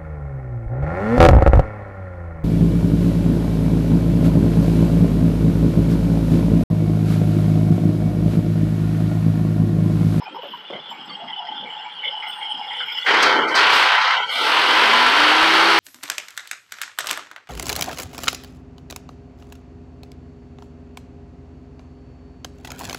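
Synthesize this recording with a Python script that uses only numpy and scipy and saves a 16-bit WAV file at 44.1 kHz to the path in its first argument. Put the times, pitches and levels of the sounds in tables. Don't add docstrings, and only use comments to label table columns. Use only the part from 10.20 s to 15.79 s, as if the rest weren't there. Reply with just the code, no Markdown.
import sys
import numpy as np
from scipy import signal
from scipy.fft import rfft, irfft
from scipy.io import wavfile
from scipy.ndimage import uniform_filter1d, map_coordinates

SR = 44100
rng = np.random.default_rng(int(sys.argv[2]) if len(sys.argv) > 2 else 0)


def int16_out(signal):
    q = np.round(np.clip(np.atleast_2d(signal).T, -1, 1) * 32767)
    wavfile.write(sys.argv[1], SR, q.astype(np.int16))


def elevation(decibels):
    levels = np.asarray(decibels, float)
    return 10 ** (levels / 20)


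N = 246519


def curve(rows):
    s, *columns = np.transpose(rows)
    return [np.interp(np.arange(N) / SR, s, column) for column in columns]


def rms_one(x):
    return x / np.sqrt(np.mean(x ** 2) + 1e-20)


def resonate(x, hz, width_hz):
    r = np.exp(-np.pi * width_hz / SR)
    feedback = [1, -2 * r * np.cos(2 * np.pi * hz / SR), r * r]
    return signal.lfilter([(1 - r * r) / 2, 0, (r * r - 1) / 2], feedback, x)


def drift(rate_hz):
    r = np.exp(-2 * np.pi * rate_hz / SR)
    noise = rng.standard_normal(N + SR)
    settled = signal.lfilter([1], [1, -2 * r, r * r], noise)[SR:]
    return rms_one(settled)


def coloured(x, spectrum, peaks):
    hz = np.fft.rfftfreq(N, 1 / SR)[1:]
    corner_hz, corner_db = np.transpose(spectrum)
    colour = np.interp(np.log(hz), np.log(corner_hz), corner_db)
    for centre, width, db in peaks:
        colour += db / (1 + (2 * (hz - centre) / width) ** 2)
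    gain = np.append(0, elevation(colour))
    return rms_one(irfft(rfft(x) * gain, N))


def strand(x, hz, width_hz):
    evenness, even_over_s = 0.38, 0.036
    rung = rms_one(resonate(resonate(x, hz, width_hz), hz, width_hz))
    power = np.abs(uniform_filter1d(rung ** 2, size=round(even_over_s * SR))) + .02
    return rms_one(rung / power ** (evenness / 2))


def firing_beat(phase, depth_db, uneven_db):
    puff = np.exp(-2.5 * (phase % 1)) - .37
    return elevation(depth_db * puff + uneven_db * (phase % 6 < 1))


def rumble():
    # f/Hz, relative level/dB per Hz
    murmur_colour = [(18, -73), (30, -44.5), (54, -20), (119, -32), (151, 3.5), (371, -14.5), (400, -13),
                     (520, -43.5), (880, -120)]
    murmur = coloured(rng.standard_normal(N), murmur_colour, [])
    return elevation(-63 + 1.4 * drift(4.5)) * murmur


def roar(phase):
    # f/Hz, relative level/dB per Hz
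    roar_colour = [(35, -59), (60, -41.5), (220, -19), (320, -7.5), (359, -9), (394, -5.5), (613, -7.5),
                   (953, 2.5), (1260, -0.5), (2530, -4), (2980, -4), (4420, -13), (7030, -33.5),
                   (11200, -44.5), (15500, -55.5)]
    # f/Hz, width/Hz, boost/dB
    body_peaks = [(990, 130, -2.5), (887, 330, 1), (1355, 120, 4.5), (1496, 53, 2.5), (1650, 20, 2),
                  (2020, 410, 0.5), (3190, 1200, 6.5), (4650, 36, -2), (4520, 22, -15.5)]
    # delay/s, level/dB
    echo_taps = [(.0117, -17.0), (.0193, -17.0), (.0311, -18.0), (.047, -19.0)]
    # f/Hz, width/Hz, level/dB against the coloured noise
    singing_strands = [(877, 35, -23), (990, 100, -19.5), (1339, 33, -25), (1429, 37, -25.5),
                       (1543, 40, -22), (1900, 23, -32), (2030, 64, -26.5), (2880, 140, -28),
                       (3100, 46, -30), (3290, 32, -25.5), (4476, 61, -35)]
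    beat = firing_beat(phase, depth_db=3.5, uneven_db=0.0)
    noise = rng.standard_normal(N) * beat * elevation(0.51 * drift(5.5))
    noise = noise + sum(elevation(db) * np.roll(noise, round(s * SR)) for s, db in echo_taps)
    sung = 0
    for hz, width, db in singing_strands:
        sung = sung + elevation(db + 4.04 * drift(2.05)) * strand(noise, hz, width)
    return elevation(-14) * (coloured(noise, roar_colour, body_peaks) + sung)


def band_levels(t):
    # t/s, level/dB
    middle_rows = [(0, -47.5), (1.26, -46), (2.06, -43), (2.57, -40), (2.84, -35.5), (2.89, -15.5),
                   (3.09, -14.5), (3.2, -17), (3.27, -22.5), (3.34, -20.5), (3.37, -14), (3.75, -16),
                   (3.94, -17), (3.98, -22), (4.04, -25.5), (4.07, -33), (4.12, -25.5), (4.22, -21),
                   (4.39, -17), (5.08, -14), (5.59, -14.5)]
    # t/s, level/dB
    bass_rows = [(0, -50.5), (1.299, -54), (2.841, -58.5), (2.89, -29.5), (3.2, -21.5), (3.34, -34),
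                 (3.55, -34), (3.75, -45.5), (3.9, -54), (4.13, -51), (4.202, -35), (4.5, -31.5),
                 (5.59, -32.5)]
    # t/s, level/dB
    treble_rows = [(0, -60), (1.3, -58.5), (2.76, -45.5), (2.84, -41.5), (2.88, -28), (3.012, -27),
                   (3.03, -17), (3.09, -25), (3.27, -41), (3.29, -29.5), (3.34, -38.5), (3.36, -17),
                   (3.48, -27), (3.54, -21), (3.802, -30.5), (3.82, -25), (3.94, -30), (4.0, -39),
                   (4.07, -38.5), (4.14, -33.5), (4.22, -27.5), (4.5, -25.5), (5.59, -22)]
    # t/s, top level/dB, 3 kHz level/dB
    veil_rows = [(0, -2.5, 7.5), (2.84, -5, -4.5), (2.9, -8.5, -1.5), (3.28, -5.5, -7), (3.45, -7, 0),
                 (3.56, 3, 1.5), (3.9, -11.5, -1.5), (4.08, -8, 4.5), (4.12, 6, 8), (4.4, 1, 2.5),
                 (5.59, 2, 0)]
    middle, bass, treble = (np.interp(t, *np.transpose(rows)) for rows in (middle_rows, bass_rows, treble_rows))
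    s, top_veil, presence_veil = np.transpose(veil_rows)
    presence = -22 + 1.16 * (middle - middle_rows[-1][1]) + np.interp(t, s, presence_veil)
    top = -41.5 + 0.66 * (treble - treble_rows[-1][1]) + np.interp(t, s, top_veil)
    return middle, bass, presence, treble, top


def suppressor(x):
    # low f/Hz, high f/Hz
    gate_bands = [(800, 2400), (180, 450), (2700, 3600), (3800, 6800), (7500, 15000)]
    # f/Hz, width/Hz, offset/dB
    estimate_bias = [(493, 91, 7), (842, 89, 7.5), (1115, 116, -5), (1477, 180, 4.5), (1760, 280, -8),
                     (2000, 61, 7.5), (2260, 200, 4), (2490, 190, -6), (3120, 280, 8), (3950, 130, 0.5),
                     (4640, 240, 2), (4850, 140, -11), (4600, 120, -2.5), (5500, 67, -8.5), (6700, 89, 3),
                     (7500, 240, 6), (8300, 230, 1.5)]
    floor_db, soft_db, hold_s, stale = -29.0, 1.3, .045, .6
    hz, t, cells = signal.stft(x, SR, nperseg=512, noverlap=384)
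    power, hop_s = np.abs(cells) ** 2 + 1e-16, t[1] - t[0]
    now = uniform_filter1d(power, size=max(int(hold_s / hop_s), 1), axis=1)
    steady = uniform_filter1d(power, size=150, axis=1)
    glimpse = uniform_filter1d(power, size=16, axis=1)[:, ::70]
    glimpse = np.repeat(glimpse, 70, axis=1)[:, :len(t)]
    excess = 10 * np.log10(now / steady) - stale * 10 * np.log10(glimpse / steady)
    excess -= .7 * excess.mean(axis=0)
    for centre, width, db in estimate_bias:
        excess += (db * np.exp(-(2 * (hz - centre) / width) ** 2))[:, None]

    def gate(above):
        opening = 1 / (1.5 + np.exp(np.clip(-above / soft_db, -50, 50)))
        return elevation(floor_db) + (1 - elevation(floor_db)) * opening

    steps = np.linspace(16, -16, 65)
    sample, weight = excess[::3, ::7], (power / steady)[::3, ::7]
    passed = [10 * np.log10(np.mean(gate(sample - s) ** 2 * weight)) for s in steps]
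    wanted = []
    for (low, high), level_db in zip(gate_bands, band_levels(t)):
        inside = power[(hz > low) & (hz < high)].sum(axis=0).mean() * 4 / 3
        wanted.append(level_db - 10 * np.log10(inside))
    corner_hz = [330, 800, 2200, 2800, 3500, 4500, 6500, 9000]
    place = np.interp(np.log(hz + 1), np.log(corner_hz), [0, 1, 1, 2, 2, 3, 3, 4])
    where = np.meshgrid(place, np.arange(len(t)), indexing="ij")
    share = map_coordinates(np.array(wanted)[[1, 0, 2, 3, 4]], where, order=1)
    threshold = np.interp(share, passed, steps)
    beyond = share - np.clip(share, passed[0], passed[-1])
    gated = cells * gate(excess - threshold) * elevation(beyond)
    return signal.istft(gated, SR, nperseg=512, noverlap=384)[1][:N]


def ringing(phase):
    # t/s, level/dB near 850 Hz, level/dB near 3 kHz, level/dB near 5 kHz
    ring_levels = [(0, -39.5, -50, -58), (.3, -53.5, -39.5, -69), (.9, -41, -38.5, -66),
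                   (1.05, -35, -36, -65), (1.65, -35.5, -36, -64), (1.75, -43, -38, -66),
                   (1.88, -40, -29, -67), (1.93, -32, -32.5, -60), (2.7, -36.5, -29, -53),
                   (2.78, -54, -27, -48), (2.9, -50, -21, -46)]
    # f/Hz, width/Hz, relative level/dB, switching depth/dB
    ring_modes = [
        [(781, 82, -9, 8), (854.4, 76, 1.5, 1), (969, 23, -19.5, 12.5)],
        [(2850, 72, 2.5, 1.5), (3015, 104, 6.5, 6.5), (3180, 94, 3.5, 8.5), (3322, 54, 2, 1),
         (3438, 118, -14.5, 24.5)],
        [(5090, 220, 4, 6), (5283, 41, -2, 2.5)],
    ]
    ring_flicker = [2.5, 1.5, 4.5]
    ring_swell = [-0.5, 1.0, 7]
    ring_sag = [6.5, 3.0, 3]
    out = np.zeros(N)
    fade = np.interp(np.arange(N) / SR, [2.86, 2.92], [1, 0])
    cycle = (phase - phase[round(.52 * SR)]) / 6 % 1
    bands = zip(curve(ring_levels), ring_modes, ring_flicker, ring_swell, ring_sag)
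    for level_db, modes, flicker_db, swell_db, half_db in bands:
        level_db = level_db - half_db * (2 * cycle % 1) ** 2
        band = 0
        for hz, width, db, switch_db in modes:
            rattle = rng.standard_normal(N) * firing_beat(phase, depth_db=7.0, uneven_db=1.0)
            rung = strand(rattle, hz, width)
            band = band + rung * elevation(db + switch_db * np.tanh(2.0 * drift(11.8)))
        swell = elevation(level_db + flicker_db * drift(14.4) + swell_db * np.exp(-3.0 * cycle))
        out += uniform_filter1d(swell, size=260) * rms_one(band)
    return out * fade


def rattles():
    per_s, end_s, spread_db = 22.0, 2.8, 4.5
    when, size, pitch, length = rng.random((round(per_s * end_s), 4)).T
    hz = 1050 * 4.5 ** pitch
    db = -39 + spread_db * (2 * size - 1) - 14.0 * pitch ** 3
    width_hz = 220
    return [(s * end_s, d, f, width_hz, 0.023 * (.4 + n)) for s, d, f, n in zip(when, db, hz, length)]


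def knocks():
    # t/s, nominal peak level/dB, f/Hz, width/Hz, length/s
    knock_rows = [(0.018, -23.5, 905, 150, 0.015), (0.055, -32, 2430, 119, 0.048),
                  (.08, -23, 810, 150, 0.0079), (0.146, -24.5, 928, 150, 0.045),
                  (0.231, -25.5, 516, 397, .045), (0.219, -31, 2940, 350, 0.078),
                  (0.335, -22, 990, 119, .022), (0.502, -20.5, 440, 388, 0.01),
                  (.526, -23, 464, 454, 0.026), (0.551, -27.5, 510, 500, 0.038),
                  (.712, -22, 870, 200, 0.015), (.893, -33.5, 4485, 80, 0.036),
                  (0.897, -28, 1180, 150, 0.019), (0.999, -28.5, 700, 100, 0.064),
                  (1.199, -28.5, 720, 100, .094), (1.352, -34, 1430, 150, 0.036),
                  (1.424, -35, 484, 150, 0.061), (1.58, -31, 2850, 197, 0.051),
                  (1.856, -32, 528, 120, 0.043), (2.029, -32, 1370, 197, 0.09),
                  (2.506, -25.5, 2030, 298, 0.071), (2.604, -21.5, 1460, 248, 0.048),
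                  (2.683, -23.5, 2200, 304, 0.062), (2.775, -35, 1400, 199, 0.031),
                  (2.862, -8, 1670, 900, 0.064), (3.026, -17, 6150, 3700, 0.013),
                  (3.351, -17, 4500, 3000, .017), (3.824, -39, 4500, 3000, .01)]
    # t/s, nominal peak level/dB, f/Hz
    clack_rows = [(.53, -30.5, 2090), (.731, -35, 2230), (.896, -35, 2120), (1.078, -31.5, 2020),
                  (1.267, -34, 2000), (1.456, -28.5, 2230), (1.648, -31.5, 2260), (1.831, -19, 2150),
                  (2.024, -22.5, 2120), (2.21, -27.5, 2160), (2.419, -31, 2200), (2.604, -27, 2100),
                  (2.77, -27.5, 2020)]
    # t/s, nominal peak level/dB, f/Hz
    thud_rows = [(.084, -49, 258), (.289, -39.5, 197), (0.52, -34.5, 154), (0.696, -41, 223),
                 (.789, -40, 200), (.877, -35.5, 206), (1.021, -36.5, 191), (1.3, -38.5, 256),
                 (1.398, -36.5, 190), (2.341, -41, 215)]
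    out = np.zeros(N)
    clacks = [(*row, 184, 0.049) for row in clack_rows]
    thuds = [(*row, 140, 0.076) for row in thud_rows]
    for s, db, hz, width, length in knock_rows + clacks + thuds + rattles():
        t = np.arange(int(.25 * SR)) / SR
        shape = np.minimum(t / 0.0017, 1) * np.exp(-(t / length) ** 1.6)
        rattle = rng.standard_normal(len(t)) * shape
        rattle[0] = 0.62 * np.sqrt(SR / width)
        burst = resonate(resonate(rattle, hz, width), hz, width)
        at = round(s * SR)
        body_rms = np.sqrt(np.mean(burst[:int(length * SR)] ** 2))
        out[at:at + len(t)] += elevation(db - 10.5) * burst / body_rms
    return out


def squeals():
    # start t/s, end t/s, first f/Hz, last f/Hz, mean level/dB before the fades
    squeal_rows = [(.02, .08, 14250, 14250, -66), (.13, 0.224, 12800, 13000, -73),
                   (0.206, 0.462, 12100, 12500, -60.5), (.68, 0.958, 12750, 12800, -74),
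                   (2.1, 2.3, 13700, 13550, -70), (0.66, 1.194, 7470, 8040, -66),
                   (1.466, 1.8, 7570, 7500, -64.5), (2.02, 2.244, 14200, 14450, -58),
                   (2.048, 2.432, 8590, 8700, -52.5), (2.525, 2.668, 8930, 9030, -61),
                   (2.648, 3.0, 13250, 13400, -64), (3.505, 3.602, 14150, 14170, -50)]
    out, t = np.zeros(N), np.arange(N) / SR
    waver, flutter = drift(25), drift(30)
    for start, end, hz0, hz1, db in squeal_rows:
        shape = np.interp(t, [start, start + .02, (start + end) / 2, end], [0, 1, .6, 0])
        hz = np.interp(t, [start, end], [hz0, hz1]) + 22.0 * waver
        out += elevation(db + 6.4 * flutter) * shape * np.sin(2 * np.pi * np.cumsum(hz) / SR)
    return out


def tones(phase):
    # multiple of the firing rate, mean level/dB, start t/s, end t/s
    tone_rows = [(3.0, -41, 5.1, 5.7), (4.46, -34, 4.55, 5.0), (5.0, -26, 4.88, 5.7), (6.0, -28, 5.22, 5.7),
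                 (7.55, -38, 5.1, 5.7), (12.33, -33, 4.8, 5.7), (14.8, -29, 5.2, 5.7),
                 (18.55, -26, 5.2, 5.7), (20.15, -29, 4.8, 5.7), (26.2, -28, 4.6, 5.45),
                 (43.35, -32, 5.1, 5.7), (52.35, -38, 5.1, 5.7), (60.4, -40, 5.1, 5.7),
                 (65.45, -37, 5.0, 5.7)]
    out, t = np.zeros(N), np.arange(N) / SR
    for multiple, db, start, end in tone_rows:
        swell = np.interp(t, [start, start + .18, end - .08, end], [0, 1, 1, 0])
        sine = np.sin(2 * np.pi * multiple * phase + rng.uniform(0, 7.05))
        out += swell * elevation(db + 0.73 * drift(13.0)) * sine
    return out


def scene():
    # t/s, firing rate/Hz
    engine_speed = [(0, 32.0), (4.1, 32.0), (4.4, 42.0), (4.7, 50.8), (4.8, 54.6), (4.9, 57.2), (5.0, 59.3),
                    (5.1, 61.4), (5.2, 63.9), (5.3, 65.2), (5.4, 66.3), (5.5, 66.9), (5.59, 67.2)]
    phase = np.cumsum(curve(engine_speed)[0]) / SR
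    engine = suppressor(roar(phase)) + ringing(phase) + tones(phase)
    return (engine + rumble() + knocks() + squeals())[None]


def low_pass(x):
    return signal.sosfilt(signal.butter(12, 15640, fs=SR, output="sos"), x)


def record(dry):
    # f/Hz, width/Hz
    port_notches = [(7150, 400), (9500, 690)]
    x = dry
    for hz, width in port_notches:
        x = x - .9 * resonate(x, hz, width)
    x = signal.sosfilt(signal.butter(2, 150.0, "high", fs=SR, output="sos"), x)
    ceiling, knee = .55, 6.0
    x = x / (1 + np.abs(x / ceiling) ** knee) ** (1 / knee)
    return low_pass(x)


dry = scene()
out = record(dry)
int16_out(out)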